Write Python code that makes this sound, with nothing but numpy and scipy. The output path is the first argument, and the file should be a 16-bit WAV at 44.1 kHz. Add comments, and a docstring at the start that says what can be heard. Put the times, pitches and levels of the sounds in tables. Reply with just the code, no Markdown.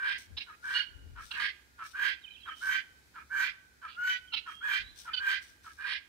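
"""A guinea hen repeats her harsh two-part "buck-wheat" across a country road, and a flock mate
throws in sharp "cheks". Both voices come from a thin skin in the bird's voice box (the syrinx)
that shakes unevenly, making a tone and a rasp. A wooded bank slaps each call back and lets it
ring on. A songbird whistles far off, something rustles faintly, and puffs of wind touch the
microphone over a quiet outdoor rumble."""
import sys
import numpy as np
from scipy import signal
from scipy.fft import rfft, irfft, next_fast_len
from scipy.io import wavfile
from scipy.ndimage import map_coordinates

SR = 44100
rng = np.random.default_rng(int(sys.argv[2]) if len(sys.argv) > 2 else 0)


def unload_wav(signal):
    """Save mono or channel-first audio to the path in sys.argv[1] as 16-bit WAV at rate SR, clipped to [-1, 1]."""
    wavfile.write(
        sys.argv[1],
        SR,
        np.round(np.clip(np.atleast_2d(signal).T, -1, 1) * 32767).astype(np.int16),
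    )


N = 268128
TIME = np.arange(N) / SR

# the hen's long "wheat": (time [s], length [s], pitch [Hz], scoop from below [Hz], overshoot [Hz],
# roughness [0-1], tone [dB], rasp [dB], shrill edge [dB], overtones [dB], sizzle [dB])
WHEATS = [ (-0.035, 0.18, 1574, 100.3, 0.5, .6, -33, -43.5, -46, -53, -77),
          (0.623, 0.19, 1568, 120, -0.5, 0.53, -33, -46.5, -45, -46.5, -68),
          (1.302, 0.18, 1639, 220.4, 30, 0.84, -37, -42.5, -43, -49, -68),
          (1.932, 0.18, 1573, 160.1, 60.5, .55, -31.5, -40, -43, -43.5, -56),
          (2.605, 0.18, 1546, 240.4, 10, .45, -30, -43, -48.5, -40.5, -52.5),
          (3.295, .19, 1558, 170.1, 20, 0.53, -30, -42.5, -46, -50, -50.5),
          (3.963, .191, 1501, 189.2, -40, 0.12, -29.5, -44.5, -48, -38.5, -53),
          (4.604, 0.19, 1571, 309.5, 130.5, .55, -30.5, -42.5, -44.5, -41.5, -54),
          (5.183, 0.18, 1568, 120.5, 71, 0.42, -29, -41.5, -43.5, -41.5, -55),
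          (5.772, 0.18, 1639, 131.3, -20, .85, -37.5, -42.5, -42.5, -51.5, -72)]
# the overtones of her voice: (multiple of the pitch [x], level [dB])
HEN_HARMONICS = [(2, 11.5), (3, -12.5), (4, -4), (5, -12), (6, -32), (7, -27), (8, -16), (9, -35),
                 (10, -43)]
# how her windpipe, throat and beak shape each part of the "wheat": (frequency [Hz], level [dB])
WINDPIPE_COLOUR = [(820, -33), (950, -8.5), (1150, -8), (1280, -9.5), (1400, -13), (1520, 4), (1700, 5.5),
                   (1830, -6.5), (2200, -40.5)]
RASP_COLOUR = [(600, -30.5), (820, -21.5), (960, -2), (1070, -7.5), (1180, -2), (1320, -22), (1650, 4.5),
               (1900, 10.5), (2100, 1), (2300, 5), (2700, -8), (3100, 4.5), (3500, -49), (5000, -60)]
EDGE_COLOUR = [(1800, -26.5), (2700, 3), (3200, 8.5), (3700, 7.5), (3950, 7), (4400, 3.5), (5200, -5),
               (5800, -17), (6400, -54), (7200, -45), (7900, -35), (9500, -16), (16000, -110)]
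SIZZLE_COLOUR = [(4500, -26), (6400, 12), (7200, 1.5), (7900, 1.5), (9000, -16.5), (10400, -27),
                 (11600, 9.5), (12600, -9), (13700, -16), (15500, -4)]
# how each part swells: (full at [share of length], rise [dB/s], held to [share of length], fall [dB/s])
TONE_SWELL = (0.48, 93, 0.74, 305)
RASP_SWELL = (0.58, 266, 0.87, 430)
EDGE_SWELL = (0.69, 274, 1.1, 250)
OVERTONE_SWELL = (0.69, 400, 0.73, 240)
SIZZLE_SWELL = (.54, 280, 0.67, 210)
# rustles and puffs of wind: (time [s], length [s], share spent rising [0-1], level [dB])
RUSTLES = [(0.18, 0.1, 0.02, -50), (0.604, 0.25, 0.48, -52.5), (1.18, 0.32, 0.2, -54.5),
           (1.824, 0.16, 0.24, -53), (2.545, 0.22, 0.53, -48.5), (4.456, 0.14, 0.46, -59.5),
           (4.949, 0.15, 0.29, -49), (5.406, 0.17, 0.14, -56), (5.631, 0.26, 0.03, -59)]
WIND_PUFFS = [(0.26, .14, 0.47, -48), (0.849, .46, 0.45, -48), (1.321, .05, 0.65, -59),
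              (4.767, .19, 0.25, -51.5)]
# the mix of lows and highs in the air, rustles and wind: (frequency [Hz], level [dB])
AIR_COLOUR = [(12, -55.5), (20, -8.5), (74, 2.5), (157, -9.5), (266, -6.5), (519, -14.5), (581, -17.5),
              (881, -16), (1100, -22), (1540, -15), (2540, -14), (2840, -27.5), (3350, -20), (4070, -17.5),
              (15500, -28)]
RUSTLE_COLOUR = [(1500, -14.5), (3800, 3.5), (4800, -1.5), (5700, 4.5), (7000, -8), (8000, -3), (9400, -1),
                 (10700, -18), (13000, -9.5), (15500, -11)]
WIND_COLOUR = [(15, -42), (40, -2.5), (65, 1.5), (100, -6), (160, -23.5), (400, -29), (800, -42),
               (2000, -72)]
# the flock mate's "cheks": (time [s], length [s], start pitch [Hz], end pitch [Hz], level [dB],
# roughness [0-1], rasp [dB], in-between tones [dB])
CHEKS = [(0.367, 0.029, 1507, 1752, -46.5, 0.78, 7, 3.5), (0.743, 0.052, 1423, 1478, -31, 0.16, -15.5, -23),
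         (1.308, 0.019, 1418, 1466, -39.5, 0.78, -3.5, -7),
         (3.871, 0.064, 1429, 1556, -57.5, 0.75, -12, -2), (4.32, .028, 1345, 1503, -41, 0.18, -21, -10),
         (4.332, 0.024, 1401, 1315, -44.5, .5, 11.5, 6.5), (5.132, 0.026, 1564, 1457, -31.5, 0, -11, -10.5)]
# the tones in the mate's voice: (multiple of the pitch [x], level [dB])
MATE_HARMONICS = [(1, 3.5), (2, 7.5), (3, 1.5), (4, -26)]
# the hen's short "buck": (time [s], length [s], start pitch [Hz], end pitch [Hz], level [dB])
BUCKS = [(0.46, 0.06, 1490, 1223, -45.5), (1.151, 0.064, 1525, 1230, -42), (1.78, 0.059, 1492, 1223, -38.5),
         (2.454, 0.049, 1568, 1224, -37), (3.138, 0.056, 1518, 1222, -42), (3.813, 0.061, 1528, 1221, -39),
         (4.454, .05, 1510, 1224, -38.5), (5.047, 0.059, 1502, 1242, -38.5),
         (5.637, 0.053, 1526, 1239, -44.5)]
# how the throat shapes a "chek" and a "buck": (frequency [Hz], level [dB])
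CHEK_COLOUR = [(300, -20.5), (700, -29), (950, -5.5), (1250, -15.5), (2000, -13.5), (2500, -4.5),
               (3000, -1), (3500, 1), (4050, 5), (4700, -13), (5500, -18), (8000, -64), (15000, -27)]
BUCK_COLOUR = [(600, -25.5), (820, -20.5), (950, -1), (1100, -3), (1400, -1), (1650, 6), (2050, -17.5),
               (2300, -9), (2650, -19), (3100, -13), (3500, -21.5), (6000, -33.5), (12000, -42)]
# songbird notes: (time [s], length [s], start pitch [Hz], end pitch [Hz],
# bend [above 1 the slide comes late], level [dB])
SONG_NOTES = [(2.219, 0.036, 4250, 3450, 0.56, -56), (2.236, 0.025, 3240, 2920, 1.04, -49),
              (2.26, 0.03, 2610, 2300, 1.1, -54), (2.3, 0.055, 4020, 3500, 2.1, -62),
              (2.342, .026, 3360, 3060, 1.8, -53.5), (2.362, .027, 2650, 2840, 3, -56.5),
              (2.401, 0.03, 4030, 3700, 3.3, -60.5), (2.429, 0.036, 3450, 3170, 0.65, -53),
              (2.466, 0.033, 3750, 3440, 3.7, -56.5), (2.49, 0.039, 3305, 2980, .7, -50),
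              (4.273, 0.097, 3450, 2750, 0.4, -58), (4.477, .44, 3195, 4070, 1.74, -54.5)]
# what the bank and the tree trunks send back: (frequency [Hz], level [dB])
BANK_COLOUR = [(300, 9), (950, -6.5), (1500, -1.5), (2200, 10), (3200, 0.5), (4800, 1), (6500, -1),
               (10000, -7), (15000, -11)]
WOOD_COLOUR = [(300, -8), (1000, 6.5), (1600, 0), (3000, 2.5), (5000, -18.5), (9000, -23), (15000, -46)]
# how the microphone's two sides hear the birds:
# (frequency [Hz], left minus right [dB], left ahead by [radians])
MIC_SIDES = [(500, -4.5, -0.5), (1010, -3.5, 0), (1415, 0.5, 1), (1330, 8, -0.5), (1620, -7.5, -1.87),
             (1990, -6.5, -0.3), (2790, -13.5, -1), (3410, -11, 3), (3720, -2.5, 0.4), (5370, -17, 3),
             (8100, 10.5, 0), (11200, 1.5, -1.95)]


def amp(db):
    """Turn decibels into a number to multiply by."""
    return 10 ** (np.asarray(db) / 20)


def unit(x):
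    """Scale a sound to an average strength (rms) of one."""
    return x / np.sqrt(np.mean(x ** 2) + 1e-18)


def colour(x, points, lead=False):
    """Shape lows and highs by (frequency [Hz], level [dB]) points; lead adds (phase [radians])."""
    size = next_fast_len(x.shape[-1] + 4096)
    log_f = np.log(np.fft.rfftfreq(size, 1 / SR) + 1)
    f, *columns = np.transpose(points)
    gain = amp(np.interp(log_f, np.log(f), columns[0]))
    if lead:
        gain = gain * np.exp(1j * np.interp(log_f, np.log(f), columns[1]))
    return irfft(rfft(x, size) * gain, size)[..., :x.shape[-1]]


def wander(rate, size=N):
    """A smooth random wobble, about one in size, with rate new values a second."""
    steps = rng.standard_normal(size // 8 + 8)
    return map_coordinates(steps, [np.arange(size) * rate / SR], order=3, mode="wrap")


def add(track, start, sound):
    """Mix a sound into a track at a time in seconds; it may already be under way at zero."""
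    i = int(start * SR)
    sound, i = sound[..., max(-i, 0):], max(i, 0)
    track[..., i:i + sound.shape[-1]] += sound[..., :N - i]


def fade(size, in_s, out_s):
    """Fade in, hold, fade out."""
    t = TIME[:size]
    return np.clip(np.minimum(t / in_s, (t[-1] - t) / out_s), 0, 1)


def swelling(t, length, shape):
    """Loudness that climbs to full, holds and falls away."""
    full, rise_db_per_s, held, fall_db_per_s = shape
    early_s, late_s = np.maximum(full * length - t, 0), np.maximum(t - held * length, 0)
    return amp(-rise_db_per_s * early_s - fall_db_per_s * late_s)


def syrinx(hz, rough, harmonics, pitch_wobble=0.055, level_wobble_db=3):
    """A thin skin shakes unevenly: gives a plain tone, a stack of harmonics and rasping slaps."""
    size = len(hz)
    cycles = np.cumsum(hz * (1 + pitch_wobble * rough * wander(420, size))) / SR
    force = amp(level_wobble_db * rough * wander(260, size))
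    tone = np.sin(2 * np.pi * cycles)
    stack = sum(amp(db) * np.sin(2 * np.pi * k * cycles) for k, db in harmonics)
    # one random slap a cycle, leaning to patterns of two and four; a clear voice slaps more evenly
    turn = np.floor(cycles)
    pattern = 0.78 * (1 - rough) + 0.31 * np.cos(np.pi * turn) + 0.64 * np.cos(np.pi * turn / 2)
    slaps = np.diff(turn, prepend=0) * (rng.standard_normal(size) + pattern)
    return unit(force * tone), unit(force * stack), slaps * np.sqrt(force)


def hen_wheats(scoop_s=0.018, overshoot_s=0.045, overshoot_width_s=0.028, sizzle_hz=(11000, 13600)):
    """The hen's long note scoops up to a tone near 1.5 kHz and breaks into an ever brighter rasp."""
    out = np.zeros(N)
    for start, length, pitch_hz, scoop_hz, overshoot_hz, rough, *levels in WHEATS:
        tone_db, rasp_db, edge_db, overtone_db, sizzle_db = levels
        size = int(length * SR)
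        t = TIME[:size]
        scoop = scoop_hz * np.exp(-t / scoop_s)
        overshoot = overshoot_hz * np.exp(-((t - overshoot_s) / overshoot_width_s) ** 2)
        hz = pitch_hz - scoop + overshoot
        tone, _, slaps = syrinx(hz, rough, HEN_HARMONICS)
        # uneven slaps ring the windpipe and make the tone grate
        grating = rough * amp(-1) * unit(colour(slaps, WINDPIPE_COLOUR))
        flutter = amp(2 * rough * wander(70, size))
        core = unit(tone + grating) * flutter
        # the other side of the syrinx runs more steadily and carries the overtones
        _, overtones, _ = syrinx(hz, 0.475 * rough, HEN_HARMONICS)
        # as the beak opens, a high sizzle climbs and the rasp rings higher
        climb = 2 * np.pi * np.cumsum(np.linspace(*sizzle_hz, size)) / SR
        sizzle = wander(1500, size) * np.sin(climb) + amp(-4) * unit(colour(slaps, SIZZLE_COLOUR))
        opening = np.cumsum(np.linspace(0.92, 1.06, size))  # read the rasp faster and faster
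        rasp = unit(map_coordinates(colour(slaps, RASP_COLOUR), [opening], mode="mirror"))
        # strong and weak cycles take turns, adding a tone halfway to the second harmonic
        halfway, _, _ = syrinx(1.5 * hz, rough / 2, HEN_HARMONICS)
        parts = [(core + amp(-18) * rough * halfway, tone_db, TONE_SWELL),
                 (overtones, overtone_db - 3, OVERTONE_SWELL),
                 ((1 - rough) * overtones, tone_db - 26, TONE_SWELL),
                 (rasp, rasp_db + 1, RASP_SWELL),
                 (unit(colour(slaps, EDGE_COLOUR)), edge_db, EDGE_SWELL),
                 (sizzle, sizzle_db, SIZZLE_SWELL)]
        call = sum(part * amp(db) * swelling(t, length, shape) for part, db, shape in parts)
        add(out, start, fade(size, in_s=0.029, out_s=0.015) * call)
    return out


def outdoor_air(air_db=-66.5, drone_hz=68, drone_db=-75):
    """A quiet rumble, more alike in both ears in the lows, with a far wavering drone."""
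    shared, spread = (unit(colour(rng.standard_normal(N), AIR_COLOUR)) for _ in range(2))
    spread = colour(spread, [(60, -5.5), (500, -3.5), (1500, 0), (8000, 0)])
    rumble = np.array([shared + spread, shared - spread])
    hz = drone_hz * (1 + 0.0767 * wander(30))
    drone = unit(np.sin(2 * np.pi * np.cumsum(hz) / SR))
    return amp(air_db + wander(3.37)) * rumble + amp(drone_db + 2.3 * wander(11)) * drone


def rustles(grain_db=3, left_db=1, right_db=-4):
    """Brief soft rustles with a fine grain, nearer the left side."""
    out = np.zeros((2, N))
    for start, length, rise, db in RUSTLES:
        size = int(length * SR)
        swell = np.interp(np.linspace(0, 1, size), [0, rise, 1], [0, 1, 0])
        grains = rng.standard_normal((2, size)) * amp(grain_db * wander(488, size))
        add(out, start, amp(db) * swell * unit(colour(grains, RUSTLE_COLOUR)))
    return out * amp([[left_db], [right_db]])


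def wind_puffs(left_db=4, right_db=-6):
    """Swirls of air bump each side of the microphone on its own, the left one more."""
    out = np.zeros((2, N))
    for start, length, rise, db in WIND_PUFFS:
        size = int(length * SR)
        swell = np.interp(np.linspace(0, 1, size), [0, rise, 1], [0, 1, 0])
        swirls = unit(colour(rng.standard_normal((2, size)), WIND_COLOUR))
        add(out, start, amp(db) * swell * swirls)
    return out * amp([[left_db], [right_db]])


def mate_cheks():
    """The flock mate's yelps, clear or cracked, are strongest at twice their pitch."""
    out = np.zeros(N)
    for start, length, from_hz, to_hz, db, rough, rasp_db, between_db in CHEKS:
        progress = np.linspace(0, 1, int(length * SR))
        hz = from_hz + (to_hz - from_hz) * progress
        _, tone, slaps = syrinx(hz, rough, MATE_HARMONICS)
        rasp = amp(rasp_db) * unit(colour(slaps, CHEK_COLOUR))
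        # every third cycle is stronger, which puts extra tones between the harmonics
        thirds = np.cos(2 * np.pi * np.cumsum(hz / 3) / SR)
        between = amp(between_db) * unit(colour(tone * thirds, CHEK_COLOUR))
        swell = np.abs(np.sin(np.pi * progress)) ** 0.84
        add(out, start, amp(db) * swell * (tone + rasp + between))
    return out


def hen_bucks(clearing=0.66, tone_db=-3.5, rasp_db=-3, rise_share=0.66, fall_share=0.1):
    """The hen's short note: a hoarse cluck that clears as its pitch falls, then stops short."""
    out = np.zeros(N)
    for start, length, from_hz, to_hz, db in BUCKS:
        progress = np.linspace(0, 1, int(length * SR))
        hz = from_hz + (to_hz - from_hz) * progress
        hoarse = 1 - clearing * progress
        tone, _, slaps = syrinx(hz, 0.9 * hoarse, HEN_HARMONICS)
        rasp = hoarse * amp(rasp_db) * unit(colour(slaps, BUCK_COLOUR))
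        swell = np.clip(np.minimum(progress / rise_share, (1 - progress) / fall_share), 0, 1)
        add(out, start, amp(db) * swell * (amp(tone_db) * tone + rasp))
    return out


def songbird(waver=0.0069, flutter_db=2, song_db=-3.5, fade_s=0.0053):
    """Thin sliding whistles from the trees, each one a single wavering tone."""
    out = np.zeros(N)
    for start, length, from_hz, to_hz, bend, db in SONG_NOTES:
        size = int(length * SR)
        hz = from_hz + (to_hz - from_hz) * np.linspace(0, 1, size) ** bend
        phase = 2 * np.pi * np.cumsum(hz * (1 + waver * wander(250, size))) / SR
        loudness = amp(db + song_db + flutter_db * wander(116.3, size))
        add(out, start, fade(size, fade_s, fade_s) * loudness * unit(np.sin(phase)))
    return out


def bank_echo(x, bank_db, wood_db, patterns, ground_db=-10, brush_db=-16, bank_s=0.034, smear_s=0.0154):
    """Rough ground scatters at once, the bank slaps back, brush and trunks add a short and long tail."""
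    t = TIME[:SR // 2]
    build_up = np.clip(t / bank_s - 1 / 2, 0, 1)
    tails = [build_up * amp(-60 * t / ring_s) for ring_s in (0.33, 0.95)]
    shapes = [np.exp(-t / 0.0045), np.exp(-((t - bank_s) / smear_s) ** 2), *tails]
    out = np.zeros((2, N))
    # the birds move about, so the echo fades from one random pattern to the next
    for k in range(patterns):
        share = np.clip(1 - np.abs(np.linspace(0, patterns - 1, N) - k), 0, 1)
        active = np.flatnonzero(share)
        bursts = (rng.standard_normal((2, len(t))) * shape for shape in shapes)
        ground, slap, brush, wood = (unit(burst) / np.sqrt(len(t)) for burst in bursts)
        bank = colour(amp(bank_db) * slap + amp(brush_db) * brush, BANK_COLOUR)
        echo = amp(ground_db) * ground + bank + colour(amp(wood_db) * wood, WOOD_COLOUR)
        calls = (x * np.sqrt(share))[None, active]
        add(out, TIME[active[0]], signal.fftconvolve(calls, echo, axes=1))
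    return out


def scene():
    """The birds are to the right; their calls and echoes join the rustles, wind and air."""
    fowl, song = hen_wheats() + hen_bucks() + mate_cheks(), songbird()
    fowl_echo = bank_echo(fowl, bank_db=-3.5, wood_db=-24.5, patterns=8)
    song_echo = bank_echo(song, bank_db=-8.5, wood_db=-4, patterns=2)
    left, right = fowl + song + fowl_echo + song_echo
    hz, balance_db, lead = np.transpose(MIC_SIDES)
    left = colour(left, np.transpose([hz, balance_db / 2, lead / 2]), lead=True)
    right = colour(right, np.transpose([hz, -balance_db / 2, -lead / 2]), lead=True)
    return np.array([left, right]) + rustles() + wind_puffs() + outdoor_air()


def record(dry, low_cut_hz=41, high_cut_hz=15650):
    """The recorder thins the deepest bass and cuts the highest treble."""
    thinned = signal.sosfilt(signal.butter(4, low_cut_hz, "high", fs=SR, output="sos"), dry)
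    return signal.sosfilt(signal.ellip(10, 0.2, 70, high_cut_hz, fs=SR, output="sos"), thinned)


dry = scene()
out = record(dry)
unload_wav(out)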